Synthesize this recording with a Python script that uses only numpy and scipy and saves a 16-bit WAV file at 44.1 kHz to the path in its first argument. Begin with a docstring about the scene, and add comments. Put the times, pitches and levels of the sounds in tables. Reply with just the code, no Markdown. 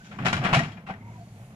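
"""A backhoe's slack steel bucket clanks and chatters on its pins as the arm swings down in an open field.
Each knock sets the plates ringing, and the hollow arm thuds and shudders with the jolts.
After one last, duller clunk the hydraulics squeal faintly. Behind it all the diesel engine rumbles on,
its firings ringing the exhaust, under a thin hiss of oil in the valves. Heard on a stereo microphone."""
import sys
import numpy as np
from scipy import signal
from scipy.fft import rfft, irfft, next_fast_len
from scipy.io import wavfile
from scipy.ndimage import map_coordinates

SR = 44100
rng = np.random.default_rng(int(sys.argv[2]) if len(sys.argv) > 2 else 0)


def digitize_waveform(pressure):
    """Quantize a signal to 16-bit integers and store it at the path in sys.argv[1].

    Rows of a 2-D input are taken as channels; values are limited to [-1, 1].
    """
    field = np.atleast_2d(pressure).T
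    bounded = np.clip(field, -1, 1)
    quanta = np.round(bounded * 32767).astype(np.int16)
    wavfile.write(sys.argv[1], SR, quanta)


N = 68355
T = np.arange(N) / SR


def amp(db):
    """Decibels to gain."""
    return 10 ** (np.asarray(db) / 20)


def unit(x):
    """Scale to rms 1."""
    return x / np.sqrt(np.mean(x ** 2) + 1e-20)


def along(points, hz):
    """Read (Hz, value) points on a log frequency axis."""
    f, values = np.transpose(points)
    return np.interp(np.log(hz + 1), np.log(f + 1), values)


def curves(rows):
    """One value per sample for each column after the time."""
    times, *columns = np.transpose(rows)
    return [np.interp(T, times, column) for column in columns]


def wobble(rate):
    """A smooth random curve, rate knots a second."""
    return map_coordinates(rng.standard_normal(4096), [T * rate], mode="wrap")


def filtered(x, response):
    """Pass x through a complex frequency response."""
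    size = next_fast_len(x.shape[-1] + 4096)
    return irfft(rfft(x, size) * response(np.fft.rfftfreq(size, 1 / SR)), size)[..., :x.shape[-1]]


def add(out, start, sound):
    """Mix a sound in at a start time in seconds."""
    part = out[..., max(0, round(start * SR)):][..., :sound.shape[-1]]
    part += sound[..., :part.shape[-1]]


# Likeness of the microphone's two sides. Each row: frequency in Hz, left-right correlation.
LIKENESS = [(150, 1), (350, 0.99), (750, 1), (1300, 0.66), (2300, 0.1), (5000, 0.11)]

def noise(spectrum, size=N):
    """Coloured stereo noise of rms 1, alike in the bass and wide in the treble."""
    def colour(hz):
        angle = np.arccos(np.clip(along(LIKENESS, hz), -1, 1)) / 2
        return amp(along(spectrum, hz)) * [np.cos(angle), np.sin(angle)]
    mid, side = filtered(rng.standard_normal((2, size)), colour)
    return unit(np.array([mid + side, mid - side]))


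# The exhaust pipe's resonances. Each row: centre in Hz, width in Hz, gain in dB.
EXHAUST_MODES = [(138.4, 12, -10), (185.8, 71, 11)]

def exhaust_pipe(f):
    """The pipe's response: two resonances of opposite sign."""
    return sum((-1) ** k * amp(db) * (1j * f * width / (hz * hz - f * f + 1j * f * width)) ** 2
               for k, (hz, width, db) in enumerate(EXHAUST_MODES))


# The exhaust's drone. Each row: time in seconds, pitch in Hz, level in dB.
EXHAUST_DRONE = [(0, 123.9, -63.5), (.7, 105.2, -44), (.85, 105.1, -58.5), (1.024, 103.4, -45.5),
                 (1.104, 112, -43.5), (1.238, 111.1, -51), (1.292, 125, -51), (1.37, 96, -47.5),
                 (1.46, 131.3, -46.5), (1.55, 127.6, -56)]
# The engine's effort. Each row: time in seconds, gain in dB on all but the drone.
ENGINE_LOAD = [(0, 0), (.3, -9.5), (.8, 4), (1.0, -1.5), (1.1, 2.5), (1.27, 0), (1.4, 1.5), (1.55, 1.5)]
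# The block's rumble and clatter. Each row: frequency in Hz, relative density in dB.
RUMBLE_SPECTRUM = [(20, -11), (60, 3), (110, 6), (190, 9.5), (280, -16), (450, -21), (900, -45)]
CLATTER_SPECTRUM = [(200, -38), (420, -9), (720, -4), (1000, -12.5), (1600, -15.5), (2400, -16.5),
                    (3600, -30), (8000, -44), (15000, -40)]

def engine(firing_hz=53.75, pulse_depth_db=1.5):
    """The diesel in the background: uneven firings ring the exhaust and pulse the block's noise."""
    cycles = np.cumsum(firing_hz * (1 + 0.0178 * wobble(4.9))) / SR
    firings = np.diff(np.floor(cycles), prepend=0) * amp(4.2 * wobble(60))
    exhaust = amp(-55) * unit(filtered(firings, exhaust_pipe))
    pulsing = amp(pulse_depth_db * np.cos(2 * np.pi * cycles))
    drone_hz, drone_db = curves(EXHAUST_DRONE)
    drone = amp(drone_db + 2.2 * wobble(30)) * unit(np.sin(2 * np.pi * np.cumsum(drone_hz) / SR))
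    rumble = amp(-51.5) * noise(RUMBLE_SPECTRUM)
    clatter = amp(-59 + 1.56 * wobble(40.08)) * noise(CLATTER_SPECTRUM)
    return drone + amp(curves(ENGINE_LOAD)[0]) * (exhaust + pulsing * (rumble + clatter))


# The oil's hiss and the fizz above it. Each row: time in seconds, level in dB.
HISS_LEVEL = [(0, -59.5), (.11, -61.5), (.8, -75), (1.04, -69), (1.08, -65), (1.17, -62.5), (1.27, -64),
              (1.4, -63.5), (1.55, -65.5)]
FIZZ_LEVEL = [(0, -91), (1.0, -79.5), (1.2, -74), (1.38, -69), (1.46, -67), (1.55, -74)]
# Their colours. Each row: frequency in Hz, relative density in dB.
HISS_SPECTRUM = [(500, 5), (2400, 11.5), (3500, 8.5), (4500, 5.5), (5300, 5.5), (7100, 9.5), (8500, -5.5),
                 (12000, -2), (14000, -23), (15400, -28)]
FIZZ_SPECTRUM = [(4000, -38), (7000, -1), (9500, 5.5), (12000, -1.5), (13500, -6), (15000, -10)]

def oil_hiss():
    """Oil hisses through the valves, thin at the microphone."""
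    hiss = amp(curves(HISS_LEVEL)[0]) * noise(HISS_SPECTRUM)
    fizz = amp(curves(FIZZ_LEVEL)[0]) * noise(FIZZ_SPECTRUM)
    return hiss + fizz


# Hydraulic squeals. Each row: start and length in seconds, first and last pitch in Hz, nominal dB.
SQUEALS = [(0, .04, 1540, 1540, -53), (.03, .08, 1545, 1530, -58), (.045, .035, 6050, 6000, -56),
           (.96, .24, 2100, 2220, -61), (1.01, .1, 950, 890, -57), (1.077, .03, 930, 915, -45),
           (1.11, .08, 950, 985, -55), (1.07, .06, 770, 700, -56), (1.17, .085, 720, 695, -50),
           (1.13, .28, 4450, 4400, -73), (1.33, .14, 690, 740, -61)]

def hydraulic_squeals(waver_share=0.038, waver_rate=260):
    """The hydraulics give short squeals, roughened by a fast waver in pitch and level."""
    out = np.zeros(N)
    for start, length, first_hz, last_hz, db in SQUEALS:
        progress = np.minimum(T / length, 1)
        hz = (first_hz + (last_hz - first_hz) * progress) * (1 + waver_share * wobble(waver_rate))
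        tone = unit(np.sin(2 * np.pi * np.cumsum(hz) / SR))
        add(out, start, amp(db - 1 + 4.5 * wobble(140)) * np.sin(np.pi * progress) * tone)
    return out


# The arm's thuds. Each row: start in seconds, pitch in Hz, peak level in dB, seconds to the peak.
ARM_THUDS = [(0.077, 208.5, -41, 0.027), (.202, 178, -34, 0.0028), (0.218, 183, -28.5, 0.0074),
             (0.25, 160, -27, 0.0048), (0.279, 180, -30, 0.005), (.326, 191, -27.5, 0.0062),
             (0.338, 95, -27.5, 0.019), (0.343, 182, -25, 0.012), (0.389, 132, -21, 0.012),
             (0.441, 186, -24.5, 0.014), (0.5195, 151, -16.5, 0.008), (0.5658, 148, -13.5, 0.012),
             (.558, 238.7, -23.5, 0.013), (.512, 48.4, -44, 0.01), (0.607, 149, -31.5, 0.028),
             (0.659, 146.3, -30, 0.012), (0.749, 204.5, -42.5, 0.015), (0.893, 192, -32.5, 0.018),
             (.886, 62, -46, 0.009)]
# Its shudder. Each row: time in seconds, level in dB.
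SHUDDER_LEVEL = [(0, -60.5), (.17, -44.5), (.26, -29), (.42, -34.5), (.54, -28.5), (.62, -31.5), (.72, -47),
                 (.84, -61), (.9, -42.5), (.98, -49), (1.55, -61)]
# The shudder's colour. Each row: frequency in Hz, relative density in dB.
SHUDDER_SPECTRUM = [(20, -14.5), (50, -20), (85, -7.5), (130, 0), (220, -2), (300, -10.5), (450, -16.5),
                    (900, -54)]

def arm(compactness=2.68):
    """The hollow arm answers jolts with short low thuds and shudders between them."""
    thuds = np.zeros(N)
    for start, hz, db, peak_s in ARM_THUDS:
        swell = (T / peak_s * np.exp(1 - T / peak_s)) ** compactness
        add(thuds, start, amp(db) * swell * np.sin(2 * np.pi * hz * T))
    return thuds + amp(curves(SHUDDER_LEVEL)[0]) * noise(SHUDDER_SPECTRUM)


def ripple(depth_db, spacing_hz, weight):
    """A response with random peaks and dips, different on each side."""
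    knots = rng.standard_normal((2, 1024))
    def response(f):
        bumps = np.array([map_coordinates(side, [f / spacing_hz], mode="wrap") for side in knots])
        return amp(depth_db * weight(f) * bumps)
    return response


# The dense modes of the bucket's plates. Each row: frequency in Hz, relative density in dB.
PLATE_SPECTRUM = [(150, -11.5), (300, -11), (480, -11), (720, -4), (950, -7), (1350, -3.5), (1650, -3.5),
                  (2300, -6), (2950, -7.5), (3600, -14.5), (6500, -24), (11000, -41), (13500, -53),
                  (15000, -68)]
# Their lingering ring. Each row: frequency in Hz, seconds to fall 60 dB.
PLATE_DECAY = [(200, 0.33), (700, 0.44), (2500, 0.39), (6000, 0.41), (12000, 0.22)]

def plates(t, chatter_t60, unevenness, contacts_per_s=330, crack_t60=0.014):
    """A hard first contact and a burst of chatter excite the steel plates, which ring on."""
    def dense_modes():
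        return unit(filtered(noise(PLATE_SPECTRUM, len(t)), unevenness))
    crack = amp(-60 * t / crack_t60)
    chatter = unit(amp(2 * wobble(contacts_per_s)[:len(t)])) * amp(-2.5 - 60 * t / chatter_t60)
    f, age, bands = signal.stft(dense_modes(), SR, nperseg=256)
    fade = amp(-14 - 60 * age / along(PLATE_DECAY, f)[:, None])
    ring = signal.istft(bands * fade, SR)[1][:, :len(t)]
    return (crack + chatter) * dense_modes() + ring


# The bucket's strongest modes. Each row: pitch in Hz, relative level in dB, seconds to fall 60 dB.
BUCKET_MODES = [(660, 2, 0.17), (732.6, 5, 0.14), (813, -9.5, 0.27), (855, -0.5, 0.26), (997, 0.5, 0.15),
                (1133.4, 5, 0.11), (1373, 2.5, 0.11), (1560, 2, 0.16), (1906, 0, 0.19), (2380, 0, 0.15),
                (2533, -5, 0.12), (2733, -1.5, 0.11), (2946, 5.5, 0.076), (3196, -0.5, 0.11),
                (3940, -4, .14), (5090, -27, 0.123)]

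def single_modes(t, flutter, scatter_db=3.1, spread_radians=0.78):
    """Each knock rings the modes in a new balance, their phases scattered between left and right."""
    hz, db, t60 = np.transpose(BUCKET_MODES)[:, :, None]
    gains = amp(db + rng.normal(0, scatter_db, hz.shape))
    phase = rng.uniform(0, 2 * np.pi, hz.shape)
    spread = spread_radians * hz / hz.mean() * rng.standard_normal((2, len(hz), 1))
    tones = np.sin(2 * np.pi * hz * t + phase + spread + flutter)
    return (gains * amp(-60 * t / t60) * tones).sum(1) / np.sqrt(np.sum(gains ** 2) / 2)


# The bucket's knocks. Each row: start in seconds, gain in dB, treble in dB, build-up in seconds,
# seconds for the chatter to fall 60 dB, left over right in dB, the struck spot's pitch in Hz
# and its relative level in dB.
BUCKET_CLANKS = [(0.032, -54, 14, 0.023, 0.54, -2, 6000, -13), (.111, -38.5, -7, 0.007, 0.36, 0, 1362, -3),
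                 (0.185, -32.5, -11.5, 0.0047, 0.99, -0.5, 1150, -10),
                 (.248, -26.5, 2, 0.005, 0.052, -5.5, 637, 0), (.255, -23, 5, 0.003, 0.19, -1, 858, -3.5),
                 (.262, -23.5, 2.5, 0.003, 0.21, 2.5, 2003, 0),
                 (.283, -23, 2, 0.0018, 0.037, -0.5, 1170, -11),
                 (0.3276, -20.5, 6, 0.0038, 0.1, -0.5, 1427, 0), (.342, -35, -20, .003, .09, 2, 1606, -1),
                 (0.365, -28, 3.5, 0.0031, 0.06, 0, 1175, -10),
                 (.377, -33, -1.5, 0.00098, .12, -2.5, 710, -2),
                 (.411, -23.5, -16.5, 0.026, 0.35, -0.5, 730, -1.5),
                 (.435, -20, -2.5, 0.014, 0.22, -3.5, 745, -10),
                 (.447, -22.5, -6.5, 0.012, 0.16, 8, 1144, -2),
                 (.462, -20, -10.5, 0.0043, 0.14, 2, 1840, -17),
                 (0.488, -24.5, -9, 0.0035, 0.41, -2, 1370, -23),
                 (.529, -21.5, -3.5, 0.001, 0.07, 2.5, 751, -4),
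                 (.534, -16, -1.5, 0.0019, 0.14, -3, 1108, -6.5),
                 (.5435, -20.5, 5.5, 0.0023, 0.11, 1.5, 2284, 0.5),
                 (.555, -25.5, 2.5, 0.0028, 0.22, -2.5, 699, 5),
                 (.565, -26.5, 7, 0.0036, 0.093, 1.5, 793, 5.5),
                 (0.59, -31, 8.5, 0.0022, 0.087, 4.5, 1892, 7),
                 (.602, -31.5, -15, 0.0022, 0.16, -1.5, 683, 9),
                 (.633, -32.5, 0, 0.0022, 0.19, 2, 2350, -8.5), (0.682, -49, 5, 0.0035, 0.15, 6, 670, -2),
                 (.718, -47.5, 5, 0.0026, 0.12, -2, 3220, -3), (0.768, -43, -8, 0.0094, 0.16, 2, 2410, -3),
                 (.864, -34.5, -6.5, 0.012, 0.29, -4, 2704, -8),
                 (.886, -36.5, -23, 0.0034, 0.068, 4.5, 789, 1),
                 (.8975, -30, -25, 0.00039, 0.099, 0, 771, 1.5), (.905, -39, -5, .001, 0.099, 0.5, 1530, 1),
                 (.938, -47, -4, 0.0011, 0.046, 6, 1840, 1.5)]
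# Where a clank's treble acts. Each row: frequency in Hz, share of the treble dB.
TREBLE_SHARE = [(1000, 0), (2500, 0.42), (6000, 1)]
# The bucket's lean to the microphone's left. Each row: frequency in Hz, left over right in dB.
LEFT_LEAN = [(150, 1), (700, 2), (1300, 4), (2400, 7), (4400, 1), (9000, 0)]

def bucket(spot_t60=0.074, flutter_radians=0.45):
    """The slack bucket knocks on its pins: plates and modes ring, the struck spot adds a brief note."""
    out, t = np.zeros((2, N)), np.arange(SR // 2) / SR
    fine = ripple(depth_db=0.5, spacing_hz=70.6, weight=lambda f: 1 - along(LIKENESS, f))
    clusters = ripple(depth_db=3.5, spacing_hz=185.7, weight=lambda f: along(TREBLE_SHARE, f))
    flutter = flutter_radians * np.array([wobble(70) for _ in BUCKET_MODES])  # chatter shakes each phase
    for start, db, treble_db, build_s, chatter_t60, pan_db, spot_hz, spot_db in BUCKET_CLANKS:
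        steel = plates(t, chatter_t60, lambda f: fine(f) * clusters(f))
        steel += amp(-6) * single_modes(t, flutter[:, round(start * SR):][:, :len(t)])
        spot = amp(spot_db - 60 * t / spot_t60) * unit(np.sin(2 * np.pi * (spot_hz * t + rng.random())))
        clank = filtered(steel, lambda f: amp(treble_db * along(TREBLE_SHARE, f))) + spot
        side_gains = amp([[db + pan_db / 2], [db - pan_db / 2]])
        add(out, start, clank * np.minimum(t / build_s, 1) * side_gains)
    return filtered(out, lambda f: amp(np.outer([0.5, -0.5], along(LEFT_LEAN, f))))


# Arrival at the microphone. Each row: frequency in Hz, seconds by which the left side lags.
LEFT_LAG = [(130, 0.00014), (700, 0.00014), (1400, 0.00019), (2500, 0.00037), (10000, 0.00015)]

def scene():
    """The backhoe in the open field; its sound reaches the microphone's right side slightly first."""
    machine = bucket() + arm() + engine() + hydraulic_squeals() + oil_hiss()
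    return filtered(machine, lambda f: np.exp(1j * np.pi * np.outer([-1, 1], f * along(LEFT_LAG, f))))


TOP_HZ = 15100

def record(dry):
    """The recorder keeps nothing above its band limit."""
    return filtered(dry, lambda hz: hz < TOP_HZ)


dry = scene()
out = record(dry)
digitize_waveform(out)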